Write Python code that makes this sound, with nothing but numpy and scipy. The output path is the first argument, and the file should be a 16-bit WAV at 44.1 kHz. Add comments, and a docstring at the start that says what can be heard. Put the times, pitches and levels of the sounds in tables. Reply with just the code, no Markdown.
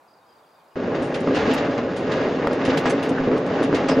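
"""A quiet field with faint birds; then, abruptly, a ride on a small rail car over narrow track.
Rough rails shake the car's resonant body, steel wheels roar on grit and metal grinds in the curve.
Loose fittings clatter and jingle. Jolts boom in the floor, blows knock on the frame and the car
thuds onto its springs. Near the end the wheel flanges stick and slip in two short squeaks."""
import sys
import numpy as np
from scipy import signal
from scipy.fft import rfft, irfft
from scipy.io import wavfile
from scipy.ndimage import uniform_filter1d

SR = 44100
rng = np.random.default_rng(int(sys.argv[2]) if len(sys.argv) > 2 else 0)


def store_wav(level_fs):
    """Save 16-bit WAV to argv[1]."""
    pcm = np.round(np.clip(np.atleast_2d(level_fs), -1, 1) * 32767)
    wavfile.write(sys.argv[1], SR, pcm.T.astype(np.int16))


N = 176400
T = np.arange(N) / SR
RIDE_START_S = 0.756
JOLT_ATTACK_S, JOLT_DECAY_S, CLATTER_ATTACK_S = 0.00075, 0.03, 0.0045

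# Open-air rush: freq_hz, density_db
AIR_SPECTRUM = [(25, -41), (45, -38), (70, -18), (100, -13.5), (160, -9.5), (280, -7.5), (420, -4.5),
                (800, -0.5), (1050, -2.5), (1300, -8), (1600, -11), (2000, -18.5), (2450, -17.5),
                (2850, -23.5), (3300, -23.5), (4000, -23), (5600, -29), (9500, -30.5), (15000, -33)]
# Its stereo width: freq_hz, side_db
AIR_WIDTH = [(60, -15), (210, -27), (490, -17), (1130, -5), (5000, -10)]
# Falling bird chips: start_s, length_s, from_hz, level_db
BIRD_CHIPS = [(.072, .028, 5000, -69), (0.097, .028, 5050, -64), (.128, 0.029, 4980, -62),
              (0.164, .03, 4900, -67), (.238, .018, 4700, -73), (.258, .03, 5000, -67),
              (0.28, 0.037, 5050, -65), (0.317, .023, 5000, -62), (.35, .019, 4780, -63),
              (.381, .019, 4800, -64), (.458, .024, 4800, -68), (.482, .026, 5020, -68),
              (.511, .03, 4980, -65), (0.538, .035, 5000, -67), (.583, .028, 4750, -66.5)]
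# Bird slurs and whistles: start_s, length_s, from_hz, to_hz, level_db
BIRD_SLURS = [(.203, .04, 3740, 3720, -70), (.26, .1, 3450, 3100, -71), (.374, .034, 3720, 3620, -68),
              (0.426, .03, 4110, 3020, -66.5), (.533, .052, 3580, 3660, -70),
              (0.592, .025, 4280, 2900, -66), (.702, .03, 3280, 2730, -69), (0.561, .075, 2560, 2400, -70),
              (.676, .026, 5020, 4800, -70), (.706, .024, 5080, 4850, -71), (.734, .022, 5080, 4880, -67)]

# Car body rumble: freq_hz, density_db
BODY_SPECTRUM = [(20, -27), (60, -19), (95, -8.5), (160, -1), (220, -3), (330, 0), (440, 3), (570, 1),
                 (700, -10), (920, -17), (1500, -21.5), (4000, -77.5)]
# Body resonances: freq_hz, width_hz, gain_db
BODY_RESONANCES = [(259.7, 18.6, 6.5), (279.3, 21.6, -2), (432, 24, -11.5), (164, 23, -12)]
# Rumble contour: time_s, level_db
RUMBLE_LEVELS = [(0.78, -24), (0.98, -23), (1.12, -27), (1.24, -25), (1.33, -22.5), (1.52, -22),
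                 (1.7, -23.5), (1.97, -25), (2.2, -22), (2.45, -23.5), (2.72, -22.5), (3.02, -24),
                 (3.25, -25.5), (3.3, -19.5), (3.39, -24), (3.48, -23), (3.65, -22), (3.83, -22),
                 (3.91, -25), (3.99, -17.5)]
# Wheel roar: freq_hz, density_db
WHEEL_SPECTRUM = [(300, -12.5), (600, 8.5), (800, 4), (920, 2), (1180, 2), (1370, -2.5), (1830, -3.5),
                  (2350, -9), (2780, -9.5), (3200, -16.5), (5000, -23.5), (7000, -33), (9000, -70.5),
                  (14000, -67)]
# Wheel resonances: freq_hz, width_hz, gain_db
WHEEL_RESONANCES = [(819.4, 12, 2), (1215, 12, -9.5), (1480, 17, 1), (1647, 28, 2.5), (1832, 24, -4),
                    (2098, 42, -3.5), (2820, 32, -4.5)]
# Roar contour: time_s, level_db
ROAR_LEVELS = [(0.78, -35), (1.0, -31), (1.24, -35), (1.38, -28.5), (1.6, -26), (1.72, -31.5),
               (1.97, -35.5), (2.22, -27.5), (2.32, -31.5), (2.6, -30), (2.72, -25.5), (2.8, -30),
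               (2.92, -28.5), (3.1, -31), (3.45, -32.5), (3.58, -27), (3.7, -31.5), (3.8, -29.5),
               (3.99, -30.5)]
# Heavy fittings: freq_hz, density_db
FITTING_SPECTRUM = [(500, -37), (1500, 7), (2000, 6), (2800, 6.5), (3600, 2), (5000, -2.5), (7000, -12),
                    (8500, -31.5), (11000, -47), (15000, -57.5)]
# Their resonances: freq_hz, width_hz, gain_db
FITTING_RESONANCES = [(1934, 100, -2), (2760, 23, 0), (3514, 31, -1.6), (3770, 46, -0.59), (4790, 27, 0.55),
                      (6270, 28, 0.96), (6650, 68, 1.2)]
# Grinding contour: time_s, level_db
GRIND_LEVELS = [(0.78, -50), (1.0, -49.5), (1.24, -46), (1.4, -34.5), (1.45, -38), (1.51, -32.5),
                (1.6, -39), (1.68, -42), (1.92, -48.5), (2.08, -42.5), (2.2, -39), (2.33, -43), (2.6, -45),
                (2.7, -34.5), (2.82, -45), (3.1, -43), (3.3, -47.5), (3.48, -48), (3.57, -39.5),
                (3.7, -43.5), (3.99, -40)]
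# Stereo width aboard: freq_hz, side_db
CAR_WIDTH = [(40, -11), (120, -24), (260, -27), (490, -22.5), (740, -11), (1700, -11), (2600, -7),
             (5000, -9.5), (9000, -7.5), (13000, -13)]

# Loose fittings rattling: start_s, clatter_db, decay_s, jingle_db, jingle_hz
FITTING_CLATTERS = [(.946, -36, 0.019, -66, 8000), (1.018, -45, 0.048, -56.5, 9570),
                    (1.14, -30, 0.019, -53.5, 10500), (1.202, -41, .0083, -49.5, 9960),
                    (1.346, -29, 0.026, -51, 8850), (1.534, -40, 0.0098, -40.5, 12970),
                    (1.575, -26.5, .015, -68, 8000), (1.775, -35, 0.015, -68, 8000),
                    (1.961, -38, .024, -53, 10000), (2.113, -29.5, 0.021, -57.5, 9000),
                    (2.47, -25, 0.0038, -44, 11350), (2.527, -33, 0.0087, -49.5, 9800),
                    (2.648, -28, 0.017, -49.5, 10500), (2.771, -22.5, 0.014, -43.5, 11800),
                    (2.852, -32, 0.04, -49, 7900), (2.895, -33, .011, -37.5, 10570),
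                    (3.026, -33.5, 0.016, -50, 11300), (3.089, -40, .0075, -43, 10700),
                    (3.373, -41, 0.012, -53, 9200), (3.46, -39, 0.013, -54.5, 8800),
                    (3.626, -33.5, 0.016, -47.5, 10370), (3.744, -24.5, 0.018, -50, 10500),
                    (3.884, -24.5, 0.016, -39, 8200)]
# Light metal piece: pitch_ratio, density_db
JINGLE_SPECTRUM = [(.29, -38), (.57, 8), (.71, 5.5), (.86, 3), (1.03, -1.5), (1.15, -22.5), (1.45, -32.5)]
# Its resonances: pitch_ratio, width_hz, gain_db
JINGLE_RESONANCES = [(.58, 89.5, 3), (.73, 110, 1), (.89, 120, 1), (1, 140, 10)]
# Jolts of the frame: start_s, thump_db, crunch_db, boom_hz
FRAME_JOLTS = [(1.272, -15.5, -31, 266.5), (1.308, -19, -42, 257.4), (1.365, -17.5, -21.5, 276),
               (1.475, -12.5, -28, 264), (1.778, -18, -28, 243.6), (2.085, -18, -35, 273),
               (2.676, -12.5, -31, 260.7), (2.74, -17.5, -43, 269), (2.855, -14, -20.5, 255.7),
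               (2.924, -15, -43, 280.7), (3.095, -16, -45, 263.7), (3.19, -15.5, -42, 262.8),
               (3.272, -11.5, -44, 256), (3.315, -13, -29, 260.7), (3.355, -28, -36, 255),
               (3.609, -16, -39, 276), (3.728, -15.5, -31, 276), (3.89, -10.5, -20, 264.5),
               (3.967, -17, -35, 273)]
# Floor modes: pitch_ratio, t60_s, gain_db
FLOOR_MODES = [(1, 0.27, -1.5), (1.68, 0.17, -6.5), (1.91, .08, -0.5)]
# Hard blows on the frame: start_s, level_db
FRAME_KNOCKS = [(2.472, -10.5), (2.511, -21), (1.2749, -17.5), (2.27, -22.5), (2.857, -15.5), (3.315, -20),
                (3.608, -23), (3.728, -21), (3.889, -18)]
# Frame modes: freq_hz, t60_s, gain_db
FRAME_MODES = [(560, 0.071, -3.5), (955, 0.008, 0.5), (1265, 0.014, 0), (1890, 0.019, -10),
               (5070, 0.007, -9.5)]
# Drops onto the springs: start_s, level_db
SPRING_DROPS = [(1.425, -40), (2.675, -43), (3.205, -31.5), (3.605, -36), (3.875, -39.5)]
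# Their deep thud: freq_hz, density_db
THUD_SPECTRUM = [(15, 1), (35, -10.5), (70, 4), (110, -2.5), (250, -34), (1000, -76)]
# Flange squeaks: start_s, length_s, pitch_hz, level_db
FLANGE_SQUEAKS = [(3.888, 0.068, 5060, -38.5), (3.152, 0.053, 1520, -31)]


def undb(db):
    """Decibels to gain."""
    return 10 ** (np.asarray(db) / 20)


def unit_rms(x):
    """Scale to rms 1."""
    return x / np.sqrt(np.mean(x ** 2))


def contour(points):
    """Gain over time from (time_s, level_db) points."""
    return undb(np.interp(T, *np.array(points).T))


def colour(x, points):
    """Filter by (freq_hz, gain_db) points on a log frequency axis."""
    hz, db = np.array(points).T
    bins_hz = np.maximum(np.arange(N // 2 + 1) * SR / N, 1)
    return irfft(rfft(x) * undb(np.interp(np.log(bins_hz), np.log(hz), db)), N)


def resonate(x, hz, width_hz):
    """One resonance, gain 1 at its centre."""
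    return signal.lfilter(*signal.iirpeak(hz, hz / width_hz, fs=SR), x)


def add_resonances(x, modes):
    """A shaken part adds its resonances: freq_hz, width_hz, gain_db."""
    return x + sum(undb(db) * resonate(x, hz, width_hz) for hz, width_hz, db in modes)


def wander(rate_hz):
    """Smooth random drift, rms 1."""
    hold = int(SR / rate_hz)
    steps = np.repeat(rng.standard_normal(N // hold + 1), hold)
    return unit_rms(uniform_filter1d(uniform_filter1d(steps, hold), hold)[:N])


def impacts(per_s, spread_db):
    """Dense tiny impacts of uneven size, rms 1."""
    size = undb(spread_db * np.minimum(rng.exponential(size=N), 5))
    hits = rng.random(N) < per_s / SR
    return unit_rms(hits * size * np.sign(rng.standard_normal(N)))


def stereo(mid, side, width):
    """Left and right from a centre signal and an unrelated side signal."""
    return mid + colour(side, width) * np.array([[1], [-1]])


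def burst(start_s, attack_s=JOLT_ATTACK_S, decay_s=JOLT_DECAY_S):
    """Quick rise, exponential fall."""
    age_s = np.maximum(T - start_s, 0)
    return (1 - np.exp(-age_s / attack_s)) * np.exp(-np.minimum(age_s / decay_s, 40))


def strike(start_s, modes):
    """Struck modes dying away: freq_hz, t60_s, gain_db."""
    age_s = np.clip(T - start_s, 0, 1)
    return sum(undb(db - 60 * age_s / t60_s) * np.sin(2 * np.pi * hz * age_s) for hz, t60_s, db in modes)


def field_air(level_db=-55.5, drift_db=0.4):
    """Soft distant rush of open country."""
    mid, side = (unit_rms(colour(rng.standard_normal(N), AIR_SPECTRUM)) for _ in range(2))
    return undb(level_db + drift_db * wander(rate_hz=7.1)) * stereo(mid, side, AIR_WIDTH)


def chirp(start_s, length_s, from_hz, to_hz, bend):
    """One bird note; bend over 1 glides late, under 1 early."""
    progress = np.clip((T - start_s) / length_s, 0, 1)
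    pitch_hz = from_hz + (to_hz - from_hz) * progress ** bend
    return np.sin(np.pi * progress) * np.sin(2 * np.pi * np.cumsum(pitch_hz) / SR)


def birds(chip_end_hz=4290, flutter_db=2, echo_db=-2, echo_t60_s=0.5):
    """Falling chips and scattered slurs, echoed by trees."""
    chips = sum(undb(db) * chirp(*chip, chip_end_hz, bend=2.23) for *chip, db in BIRD_CHIPS)
    slurs = sum(undb(db) * chirp(*slur, bend=0.464) for *slur, db in BIRD_SLURS)
    song = (chips + slurs) * undb(flutter_db * wander(rate_hz=200.7))
    tails = rng.standard_normal((2, N)) * undb(-60 * T / echo_t60_s)
    echo = np.array([signal.fftconvolve(song, tail / np.linalg.norm(tail))[:N] for tail in tails])
    return song + undb(echo_db) * echo


def body_rumble(rumble_gain_db=-1.5, jolt_gain_db=-6.5):
    """Rail bumps and jolts shake the car's body."""
    rumble = undb(rumble_gain_db) * contour(RUMBLE_LEVELS)
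    jolts = sum(undb(db + jolt_gain_db) * burst(start_s) for start_s, db, _, _ in FRAME_JOLTS)
    bumps = unit_rms(colour(impacts(per_s=1500, spread_db=2), BODY_SPECTRUM))
    return add_resonances(bumps * np.hypot(rumble, jolts), BODY_RESONANCES)


def wheel_roar(roar_gain_db=-0.61, crunch_gain_db=-0.4, flutter_db=1.2):
    """Steel rolls over gritty rail and crunches at each jolt."""
    roar = undb(roar_gain_db + flutter_db * wander(rate_hz=35.46)) * contour(ROAR_LEVELS)
    crunch = sum(undb(db + crunch_gain_db) * burst(start_s) for start_s, _, db, _ in FRAME_JOLTS)
    grit = unit_rms(colour(impacts(per_s=2600, spread_db=2), WHEEL_SPECTRUM))
    return add_resonances(grit * np.hypot(roar, crunch), WHEEL_RESONANCES)


def heavy_fittings(grind_gain_db=-1.5, clatter_gain_db=1.5, flutter_db=2):
    """Metal grinds on and breaks into short flurries of tiny collisions."""
    grind = undb(grind_gain_db + flutter_db * wander(rate_hz=60)) * contour(GRIND_LEVELS)
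    clatter = sum(undb(db + clatter_gain_db) * burst(start_s, CLATTER_ATTACK_S, decay_s)
                  for start_s, db, decay_s, _, _ in FITTING_CLATTERS)
    collisions = unit_rms(colour(impacts(per_s=7000, spread_db=1.5), FITTING_SPECTRUM))
    return add_resonances(collisions * np.hypot(grind, clatter), FITTING_RESONANCES)


def jingles(gain_db=3.5):
    """In each clatter a light piece rings at its own pitch."""
    touches = impacts(per_s=6000, spread_db=2.5)
    out = 0
    for start_s, _, decay_s, level_db, pitch_hz in FITTING_CLATTERS:
        spectrum = [(ratio * pitch_hz, db) for ratio, db in JINGLE_SPECTRUM]
        modes = [(ratio * pitch_hz, width_hz, db) for ratio, width_hz, db in JINGLE_RESONANCES]
        flurry = unit_rms(colour(touches, spectrum)) * burst(start_s, CLATTER_ATTACK_S, decay_s)
        out += undb(level_db + gain_db) * add_resonances(flurry, modes)
    return out


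def floor_booms(swell_s=0.0087):
    """Each jolt rings the floor, at a slightly different pitch."""
    out = 0
    for start_s, level_db, _, pitch_hz in FRAME_JOLTS:
        modes = [(ratio * pitch_hz, t60_s, db) for ratio, t60_s, db in FLOOR_MODES]
        swell = np.clip((T - start_s) / swell_s, 0, 1)
        out += undb(level_db) * swell * strike(start_s, modes)
    return out


def frame_knocks(contact_s=0.00031, cutoff_hz=4500):
    """Dry blows on the frame, rounded by the contact time."""
    blows = sum(undb(db) * strike(start_s, FRAME_MODES) for start_s, db in FRAME_KNOCKS)
    pole = np.exp(-2 * np.pi / (contact_s * SR))
    rounded = signal.lfilter([1 - pole], [1, -pole], blows)
    return signal.sosfilt(signal.butter(2, cutoff_hz, fs=SR, output="sos"), rounded)


def spring_thuds():
    """The car drops onto its springs: bursts of deep noise."""
    drops = sum(undb(db) * burst(start_s, decay_s=0.047) for start_s, db in SPRING_DROPS)
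    return drops * unit_rms(colour(rng.standard_normal(N), THUD_SPECTRUM))


def flange_squeaks(width_hz=350):
    """Flanges stick and slip on the rail; uneven slips excite a narrow, rough ring."""
    slips = impacts(per_s=2500, spread_db=3.5)
    out = 0
    for start_s, length_s, pitch_hz, level_db in FLANGE_SQUEAKS:
        progress = np.clip((T - start_s) / length_s, 0, 1)
        arch = 2 * np.sqrt(progress * (1 - progress))
        scrape = resonate(resonate(slips, pitch_hz, width_hz), pitch_hz, width_hz)
        out += undb(level_db) * arch * unit_rms(scrape)
    return out


def ride():
    """The rolling car: noisy layers spread in stereo, booms and knocks centred."""
    mid, side = (body_rumble() + spring_thuds() + wheel_roar() + heavy_fittings()
                 + jingles() + flange_squeaks() for _ in range(2))
    return stereo(mid + floor_booms() + frame_knocks(), side, CAR_WIDTH)


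def scene(crossfade_s=0.001):
    """The field, then a hard cut to the ride."""
    aboard = np.clip((T - RIDE_START_S) / crossfade_s, 0, 1)
    return (1 - aboard) * (field_air() + birds()) + aboard * ride()


def record(dry):
    """Steep low-pass at 15.7 kHz."""
    return signal.sosfilt(signal.ellip(8, 0.2, 70, 15700, fs=SR, output="sos"), dry)


dry = scene()
out = record(dry)
store_wav(out)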